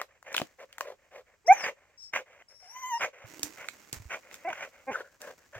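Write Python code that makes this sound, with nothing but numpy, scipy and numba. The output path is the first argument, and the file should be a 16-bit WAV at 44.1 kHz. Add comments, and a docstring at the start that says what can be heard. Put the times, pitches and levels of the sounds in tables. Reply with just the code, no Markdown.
"""Quiet woodland, close by: a dog gnaws and paws at a rotten stump.
It sniffs and snorts (turbulent noise through nose and mouth resonances), drawing air back in after each puff.
It yips once, whines and grunts twice (harmonics through a throat); a thin, high whistle is a second oscillator.
Wood fibres crack as damped noise bursts, crumbs trickle on dry leaves as random grains,
and the paws thud on the soft stump as short low bumps and rub it in one low resonance."""
import sys
import numpy as np
from scipy import signal
from scipy.fft import rfft, irfft, next_fast_len
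from scipy.io import wavfile
from scipy.ndimage import uniform_filter1d
from numba import njit

SR = 44100
rng = np.random.default_rng(int(sys.argv[2]) if len(sys.argv) > 2 else 0)


def waveform_to_disk(signal):
    """Save audio, clipped to [-1, 1], as 16-bit WAV at the path in sys.argv[1]."""
    frames = np.transpose(np.atleast_2d(signal))
    scaled = np.clip(frames, -1, 1) * 32767
    samples = np.round(scaled).astype(np.int16)
    wavfile.write(sys.argv[1], SR, samples)


N = 246519
TIME = np.arange(N) / SR

# balance of the digging between the ears: (time [s], left over right [dB])
DIG_PAN = [(0.8, 3), (3.5, -5.5), (4.5, 1)]
# glides of the voice, which also shake the whistle: (time [s], pitch [Hz], level [dB])
YIP = [(1.445, 390, -64), (1.474, 520, -45), (1.485, 685, -18.5), (1.507, 757, -9), (1.526, 812, -11),
       (1.538, 930, -37)]
WHINE = [(2.625, 767, -63), (2.665, 697, -60), (2.733, 1002, -60), (2.765, 1010, -40.5),
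         (2.812, 1055, -51.5), (2.843, 1005, -34), (2.89, 1031, -39.5), (2.94, 922, -27.5),
         (2.98, 949, -33)]


def from_db(db):
    """Level to amplitude: 20 dB is a factor of ten."""
    return 10 ** (np.asarray(db) / 20)


def rms_one(x):
    """Normalisation of the mean power to one."""
    return x / np.sqrt(np.mean(x ** 2) + 1e-20)


def evened(x):
    """Power normalisation over a sliding 50 ms window, so that a noise stays at unit rms."""
    return x / np.sqrt(uniform_filter1d(x ** 2, size=SR // 20) + 1e-20)


def in_time(rows):
    """Linear interpolation of the columns of a curve at every sample."""
    s, *columns = np.transpose(rows)
    return [np.interp(TIME, s, c) for c in columns]


def cut(x, hz, kind, order=2):
    """Band limiting by a maximally flat (Butterworth) filter."""
    sos = signal.butter(order, np.clip(hz, 10, .45 * SR), kind, fs=SR, output="sos")
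    return signal.sosfilt(sos, x + 1e-18)


def coloured(x, spectrum):
    """Spectral shaping: x times a gain drawn over log frequency, falling 6 dB/octave below it; rms 1."""
    hz, db = np.transpose(spectrum)
    size = next_fast_len(N + SR // 10)
    bins = np.maximum(np.fft.rfftfreq(size, 1 / SR), 1)
    gain = from_db(np.interp(np.log(bins), np.log(hz), db)) * np.minimum(bins / hz[0], 1)
    return rms_one(irfft(rfft(x, size) * gain, size)[..., :N])


def drift(rate):
    """Band-limited random fluctuation of rms 1: random values, 2 * rate a second, joined by lines."""
    steps = np.clip(TIME * 2 * rate, 0, N - 1)
    return rms_one(np.interp(steps, np.arange(N), rng.standard_normal(N)))


def resonate(x, hz, width_hz):
    """A damped resonator: a pole pair whose radius sets the bandwidth; gain about 1 on top."""
    r = np.exp(-np.pi * width_hz / SR)
    zeros = np.array([1, 0, -1]) * (1 - r * r) / 2
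    return signal.lfilter(zeros, [1, -2 * r * np.cos(2 * np.pi * hz / SR), r * r], x)


@njit
def glide(x, hz, width_hz):
    """The same damped resonator with a moving centre frequency."""
    r, out = np.exp(-np.pi * width_hz / SR), np.zeros(len(x))
    for i in range(2, len(x)):
        drive = (1 - r * r) / 2 * (x[i] - x[i - 2])
        out[i] = drive + 2 * r * np.cos(2 * np.pi * hz[i] / SR) * out[i - 1] - r * r * out[i - 2]
    return out


def panned(x, pan_db):
    """Interaural level difference: pan_db is left over right."""
    return np.array([x * from_db(pan_db / 2), x * from_db(-pan_db / 2)])


def add(track, sound, s):
    """Superposition of a short sound from time s on."""
    at = max(round(s * SR), 0)
    track[..., at:at + sound.shape[-1]] += sound[..., :N - at]


def swell(start, length, top_share, fall_power=1):
    """A sine-arch envelope that rises to one top and falls away, sooner for a higher power."""
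    top = start + length * np.clip(top_share, 0, 1)
    arch = np.sin(np.pi / 2 * np.interp(TIME, [start, top, start + length], [0, 1, 0]))
    return np.where(TIME < top, arch, arch ** fall_power)


def held(start, length, attack_s=0.01, release_s=0.025):
    """Steady airflow: a trapezoid envelope of attack, hold and release."""
    return np.clip(np.minimum((TIME - start) / attack_s, (start + length - TIME) / release_s), 0, 1)


def woodland(level_db=-73):
    """Diffuse background: noise partly common to both ears, so only partly correlated."""
    # spectrum of the quiet wood: (frequency [Hz], density [dB per Hz])
    spectrum = [(70, 0.5), (200, -12), (2200, -14.5), (3500, -24.5), (7500, -17.5), (10000, -31.5)]
    air = rng.standard_normal((3, N))
    return from_db(level_db) * coloured(air[2] + air[:2], spectrum)


def airflow(intake_hollow_db=-3, pause_s=0.02, splutter_s=0.0078):
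    """Flow powers add: each puff out is followed by a pause and a faint, even intake."""
    # soft puffs through the muzzle: (start [s], length [s], hollow resonance [dB], rush [dB])
    sniffs = [(-.04, 0.096, -45.5, -42.5), (0.24, 0.17, -49, -47), (0.579, 0.084, -48.5, -53.5),
              (0.788, 0.17, -45, -56.5), (1.105, 0.13, -49, -55), (1.488, 0.24, -53, -42.5),
              (2.477, 0.098, -67.5, -65.5), (2.59, 0.65, -83.5, -61.5), (3.56, 0.14, -54.5, -46.5),
              (4.49, 0.2, -55, -47), (4.966, 0.077, -45, -46.5), (5.199, 0.15, -47.5, -50.5),
              (5.524, 0.093, -49, -47)]
    # hard snorts that clear the nose: (start [s], rush [dB], length of the intake after it [s], intake [dB])
    snorts = [(1.626, -31.5, 0.23, -70.5), (2.126, -31.5, 0.18, -60.5), (2.994, -28.5, 0.16, -55.5),
              (4.093, -35.5, 0.44, -60), (4.593, -40, 0.13, -62.5), (4.906, -35, 0.056, -57)]
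    # wet splutters, where moist tissue parts in the stream: (start [s], rush [dB])
    splutters = [(2.419, -55), (4.487, -38), (4.5, -38), (4.528, -31.5), (4.954, -35)]
    hollow_top, nose_sag = 0.49, 0.1   # shares: the nose rings most mid-puff; its pitch sinks by a tenth
    snort_s, snort_hollow_db = 0.11, -10   # length of every snort; its hollow relative to its rush

    # after the four columns of a puff: top share of the rush, its fall power, intake [s], intake [dB]
    puffs = [(*row, 0.42, 2.2, 0.12, -68.5) for row in sniffs]
    for s, db, *intake in snorts:
        puffs.append((s, snort_s, db + snort_hollow_db, db, 0.29, 3.56, *intake))

    hollow, rush, sag = np.zeros((3, N))
    for start, length, hollow_db, rush_db, top_share, power, intake_s, intake_db in puffs:
        progress = (TIME - start) / length
        inside = (progress > 0) & (progress < 1)
        sag = np.where(inside, nose_sag * (progress - hollow_top), sag)
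        intake = from_db(intake_db) * held(start + length + pause_s, intake_s)
        hollow += (from_db(hollow_db) * swell(start, length, hollow_top)) ** 2
        hollow += (from_db(intake_hollow_db) * intake) ** 2
        rush += (from_db(rush_db) * swell(start, length, top_share, power)) ** 2 + intake ** 2
    for s, db in splutters:
        rush += (from_db(db) * swell(s, splutter_s, 1 / 2)) ** 2
    return hollow, rush, sag


def snuffles(flutter_db=2.5, width_hz=420, upper_hz=2100, upper_db=5, nose_low_hz=430):
    """Turbulence excites cavities: the nose rings hollow, and the mouth shapes the rush of air."""
    # spectrum of the rush: (frequency [Hz], density [dB per Hz])
    rush_spectrum = [(100, -20), (330, -13.5), (700, 0), (2800, -5), (4300, -26), (6500, -11),
                     (9000, -31.5)]
    # jaw and lips move the lower resonance and trade it against the upper: (time [s], centre [Hz], lift [dB])
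    mouth = [(1.67, 1786, 0.5), (3.05, 1490, -0.5), (4.915, 1494, -1.5), (4.955, 1504, 18.5),
             (5.25, 1630, 10)]
    # resonances of the nose: (centre [Hz], width [Hz], relative level [dB])
    nose_modes = [(546, 58, 2.5), (1010, 14, -9.5)]
    hollow, rush, sag = airflow()
    mouth_hz, lift_db = in_time(mouth)

    air = coloured(rng.standard_normal(N), rush_spectrum)
    lower = glide(glide(air, mouth_hz, width_hz), mouth_hz, width_hz)
    upper = resonate(air, upper_hz, width_hz)
    air = air + from_db(lift_db) * lower + from_db(upper_db - lift_db) * upper

    stream = cut(rng.standard_normal(N), nose_low_hz, "high")
    nose = np.zeros(N)
    for hz, nose_width_hz, db in nose_modes:
        nose += from_db(db) * glide(stream, hz * (1 - sag), nose_width_hz)

    breath = np.sqrt(hollow) * evened(nose) + np.sqrt(rush) * evened(air)
    return breath * from_db(flutter_db * drift(110))   # moist tissue flutters in the stream


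def cracks(tear_s=0.00078, splinter_s=0.015, splinter_db=-27, body_width_hz=1400,
           snap_hz=6500, snap_width_hz=2200):
    """Impulsive fracture: a tearing fibre gives a bright snap, a damped ring and a short splintering."""
    # wood fibres under teeth and claws: (time [s], body level [dB], body centre [Hz], snap level [dB])
    fibres = [(0.015, -19.5, 840, -28), (0.227, -38, 1140, -45.5), (0.328, -39, 700, -30),
              (0.343, -17, 2680, -27), (0.347, -17.5, 1370, -35), (0.3652, -13, 2640, -19),
              (0.379, -12.5, 2710, -22), (0.387, -28, 2930, -29), (0.399, -23, 616, -34.5),
              (0.4163, -18, 368, -31), (0.727, -38, 2240, -37), (0.782, -27, 1000, -30),
              (0.808, -15.5, 970, -25), (3.394, -37.5, 336, -29), (3.4312, -34, 1500, -10),
              (3.686, -21.5, 1710, -24.5), (3.928, -35.5, 302, -18), (4.312, -36.5, 1420, -47),
              (4.342, -33.5, 2150, -25.5), (5.217, -48, 599, -27.5)]
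    out, t = np.zeros((2, N)), TIME[:SR // 10]
    tear = t / tear_s * np.exp(1 - t / tear_s) + from_db(splinter_db) * np.exp(-t / splinter_s)
    for s, body_db, hz, snap_db in fibres:
        wood, left, right = rng.standard_normal((3, len(t))) * tear
        body = cut(resonate(wood, hz, min(body_width_hz, hz)), 3770, "low")
        body = from_db(body_db) * body / abs(body).max()
        snap = cut(np.array([left + right / 2, right + left / 2]), [4200, 12000], "band", order=1)
        snap = snap + resonate(snap, snap_hz, snap_width_hz)
        snap = from_db(snap_db) * snap / abs(snap).max()
        add(out, body + snap, s)
    return out * panned(0.93, in_time(DIG_PAN)[0])   # 0.93 trims all cracks alike


def forest(x, t60_s=0.13, level_db=-13.5, low_hz=1800, low_share=0.83):
    """Diffuse reverberation: trunks and leaves scatter back a faint, bright tail, different at each ear."""
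    t = TIME[:SR * 3 // 4]
    build = 1 - np.exp(-t / 0.0032)
    tail = rng.standard_normal((2, len(t))) * from_db(-60 * t / t60_s) * build
    tail = rms_one(tail) / np.sqrt(len(t))   # unit energy
    tail = cut(tail, low_hz, "high", order=3) + low_share * tail
    return from_db(level_db) * signal.fftconvolve(x, tail, axes=1)[:, :N]


def stirring(uneven_db=1.5, attack_s=0.0011, build_s=0.03, scrape_fall=247, trickle_fall=10.5):
    """Exponential decay at two rates [dB/s]: scrapes die quickly, loosened crumbs trickle on unevenly."""
    # scrapes through crumbs and dry leaves: (start [s], length [s], level [dB], trickle level [dB])
    scrapes = [(0.362, 0.012, -40, -71), (3.257, 0.044, -58.5, -54), (3.428, 0.015, -46.5, -60),
               (3.929, 0.017, -46.5, -65), (4.323, 0.017, -50.5, -65), (5.204, 0.08, -55.5, -65)]
    power = np.zeros(N)
    for start, length, db, trickle_db in scrapes:
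        since = np.maximum(TIME - start, 0)
        after = np.maximum(TIME - start - length, 0)
        scrape = np.minimum(since / attack_s, 1) * from_db(db - scrape_fall * after)
        trickle = np.minimum(since / build_s, 1) * from_db(trickle_db - trickle_fall * after)
        power += scrape ** 2 + trickle ** 2
    return np.sqrt(power) * from_db(uneven_db * drift(45))


def crumbs(hiss=0.24, contacts_per_s=1300, spread_db=3.8):
    """Granular shot noise: tiny contacts of uneven size merge with the smooth hiss of leaves rubbing."""
    # spectrum of the litter: (frequency [Hz], density [dB per Hz])
    spectrum = [(250, 5.5), (700, 0), (2100, 2), (3600, -7.5), (6700, 0), (10000, -10.5)]
    sizes = from_db(spread_db * np.minimum(rng.exponential(1, (3, N)), 5))
    sizes = sizes * rng.choice([-1, 1], (3, N))
    grains = rms_one(sizes * (rng.random((3, N)) < contacts_per_s / SR))
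    # the third stream is common to both ears
    litter = coloured(grains[2] + grains[:2] + hiss * rng.standard_normal((2, N)), spectrum)
    return litter * panned(stirring(), in_time(DIG_PAN)[0])


def thuds(contact_s=0.0066, mush=0.37, pan_db=-4):
    """Heavily damped impact: soft, rotten wood gives way in one short bump with a low mushy noise."""
    # dull knocks of paws and jaw on the stump: (time [s], level [dB], frequency [Hz])
    knocks = [(0.416, -38.5, 320), (3.243, -43.5, 112), (3.433, -37, 300), (3.926, -40.5, 113),
              (3.966, -44, 70), (3.999, -38.5, 101), (4.054, -40, 69), (5.559, -44.5, 109)]
    out, t = np.zeros((2, N)), TIME[:SR // 2]
    bump = t / contact_s * np.exp(1 - t / contact_s)
    for s, db, hz in knocks:
        give = rms_one(cut(rng.standard_normal((2, len(t))), [55, hz], "band"))
        add(out, from_db(db) * (np.sin(2 * np.pi * hz * t) + mush * give) * bump, s)
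    return out * panned(0.87, in_time(DIG_PAN)[0] + pan_db)   # 0.87 trims all thuds alike


def note(rows, jitter, shimmer_db):
    """Phase is the integral of frequency: pitch, phase and gain of one slightly unsteady note."""
    hz, db = in_time(rows)
    hz = hz * (1 + jitter * drift(150))
    phase = 2 * np.pi * np.cumsum(hz) / SR
    gate = uniform_filter1d(1. * (TIME > rows[0][0]) * (TIME < rows[-1][0]), size=180)
    return hz, phase, gate * from_db(db + min(abs(shimmer_db), 1) * drift(130))


def call(rows, tilt_db, even_db, jitter, breath_db, breath_build=1, top_hz=2550,
         nasal_hz=1390, nasal_width_hz=500, leak_db=-27, smear_hz=100):
    """Source and filter: vocal-fold harmonics pass the throat, and breath smears each into a narrow band."""
    # throat resonances: (centre [Hz], width [Hz], gain [dB])
    throat_modes = [(560, 31, 4), (857, 220, 2.5), (1570, 130, -3), (2155, 250, -6)]
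    hz, phase, gain = note(rows, jitter, shimmer_db=60 * jitter)
    on, out = gain > gain.max() / SR, np.zeros(N)
    k = np.arange(1, 11)[:, None]   # harmonic numbers
    f = k * hz[on]

    throat = 0
    for centre, width, db in throat_modes:
        throat = throat + from_db(db) / (1 + 1j * (f * f - centre ** 2) / (f * width))
    throat = throat * (1 - 1 / (1 + 2j * (f - nasal_hz) / nasal_width_hz))   # the nose branch swallows one band

    # the shape of the folds' swing sets how strong the even harmonics are
    source = from_db(tilt_db * np.log2(k) + even_db * (k % 2 == 0))
    top = 1 / (1 + (f / top_hz) ** 20) + from_db(leak_db)
    partials = throat * source * top
    partials = partials * np.exp(1j * k * phase[on]) / np.sqrt((abs(partials) ** 2).sum(0) / 2)

    smear = cut(rng.standard_normal(f.shape) + 1j * rng.standard_normal(f.shape), smear_hz, "low")
    breath = rms_one(np.real(partials / np.sqrt(abs(partials)) * smear).sum(0))
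    progress = np.linspace(0, 1, on.sum())
    breath_swell = np.sin(np.pi * progress ** 2) ** breath_build   # strongest late, as the folds let go
    out[on] = gain[on] * np.real(partials).sum(0) + from_db(breath_db) * breath * breath_swell
    return out


def voice():
    """Phonation: a pure yip, a whine that starts faint and broken, then two grunts into the wood, hoarser."""
    # the two grunts: (time [s], pitch [Hz], level [dB])
    grunt_rows = [(4.441, 324.6, -80), (4.45, 321.2, -36.5), (4.485, 375.6, -29), (4.525, 286, -46.5)]
    grumble_rows = [(4.868, 256.5, -53), (4.88, 270.3, -35), (4.901, 265.7, -29), (4.908, 228.6, -42),
                    (4.928, 189, -36)]
    yip = call(YIP, tilt_db=-5.5, even_db=-8.5, jitter=0.005, breath_db=-42.5)
    whine = call(WHINE, tilt_db=-5.5, even_db=3.5, jitter=0.0057, breath_db=-67, breath_build=0, top_hz=3480)
    grunt = call(grunt_rows, tilt_db=-4.0, even_db=13.5, jitter=0.021, breath_db=-44)
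    grumble = call(grumble_rows, tilt_db=-3.5, even_db=-2, jitter=0.0184, breath_db=-44)
    return yip + whine + grunt + grumble


def whistle(yip_side_db=-2, whine_side_db=-9, waver_db=1.5, hiss_db=-13, haze=0.2, haze_hz=700):
    """Modulation: the voice shakes a high, airy oscillator into a rough second strand one voice pitch above."""
    # one table a note: (time [s], pitch [Hz], level [dB])
    notes = [
        [(1.465, 5370, -45.5), (1.476, 5670, -38), (1.5, 6120, -62.5), (1.528, 6230, -39.5), (1.57, 6060, -48),
         (1.65, 4820, -39.5)],
        [(1.977, 5400, -56), (2.04, 5380, -46), (2.1, 5330, -58)],
        [(2.485, 5370, -57.5), (2.58, 5515, -62), (2.66, 5310, -56), (2.772, 6020, -52.5), (2.83, 5940, -49),
         (2.882, 6600, -49.5), (2.96, 5630, -48.5), (3.003, 4940, -51)],
    ]
    # overtone an octave above each note: (relative level [dB])
    octaves_db = [-20, -27, -15]
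    out, shaken = np.zeros(N), np.ones(N, complex)
    for rows, side_db in ((YIP, yip_side_db), (WHINE, whine_side_db)):
        _, voice_phase, voice_gain = note(rows, jitter=0, shimmer_db=0)
        strands = np.exp(1j * voice_phase) + drift(haze_hz) / 2
        shaken += from_db(side_db) * np.tanh(10 * voice_gain / voice_gain.max()) * strands

    hiss = from_db(hiss_db) * rms_one(cut(rng.standard_normal(N), [4800, 7800], "band"))
    for rows, octave_db in zip(notes, octaves_db):
        _, phase, gain = note(rows, jitter=0.007, shimmer_db=1)
        octave = from_db(octave_db) * (1 + drift(haze_hz) / 2) * np.exp(2j * phase)
        tone = np.sqrt(2) * np.imag(shaken * (np.exp(1j * phase) + octave))
        roughness = 1 + haze * drift(haze_hz)   # turbulence
        out += gain * (tone * roughness * from_db(waver_db * drift(30)) + hiss)
    return out


def rubs(width_share=0.13, top_share=0.78):
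    """Friction-driven resonance: a dragged paw swells and lets go, and the soft wood rumbles low."""
    # pads drag over the stump: (start [s], length [s], level [dB], centre [Hz])
    drags = [(3.255, 0.28, -55, 305)]
    out = np.zeros(N)
    for start, length, db, hz in drags:
        rumble = resonate(rng.standard_normal(N), hz, width_share * hz)
        rumble = evened(cut(rumble, 2 * hz, "low"))
        out += from_db(db) * swell(start, length, top_share) * rumble
    return panned(out, in_time(DIG_PAN)[0])


def scene():
    """Interaural time difference: muzzle, wood and paws reach the right side a few samples later."""
    floor = woodland()
    muzzle = panned(snuffles(), 1.9) + voice() + panned(whistle(), 7.8)
    wood = cracks()
    near = muzzle + wood + thuds() + rubs()
    near[1] = np.interp(np.arange(N) - 3.3, np.arange(N), near[1])   # delay [samples]
    return near + crumbs() + forest(muzzle + wood) + floor


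def record(dry):
    """Transducer response: the microphones differ in the upper middle, share a dip and lose the top."""
    lift_hz, lift_width_hz, lift_share = 2500, 720, 0.56   # the right one favours this band, the left loses it
    dry = dry + lift_share * np.array([[-1], [1]]) * resonate(dry, lift_hz, lift_width_hz)
    dipped = dry - 0.65 * resonate(dry, 9730, 2300)   # centre and width [Hz]
    return signal.sosfiltfilt(signal.butter(16, 16300, fs=SR, output="sos"), dipped)


dry = scene()
out = record(dry)
waveform_to_disk(out)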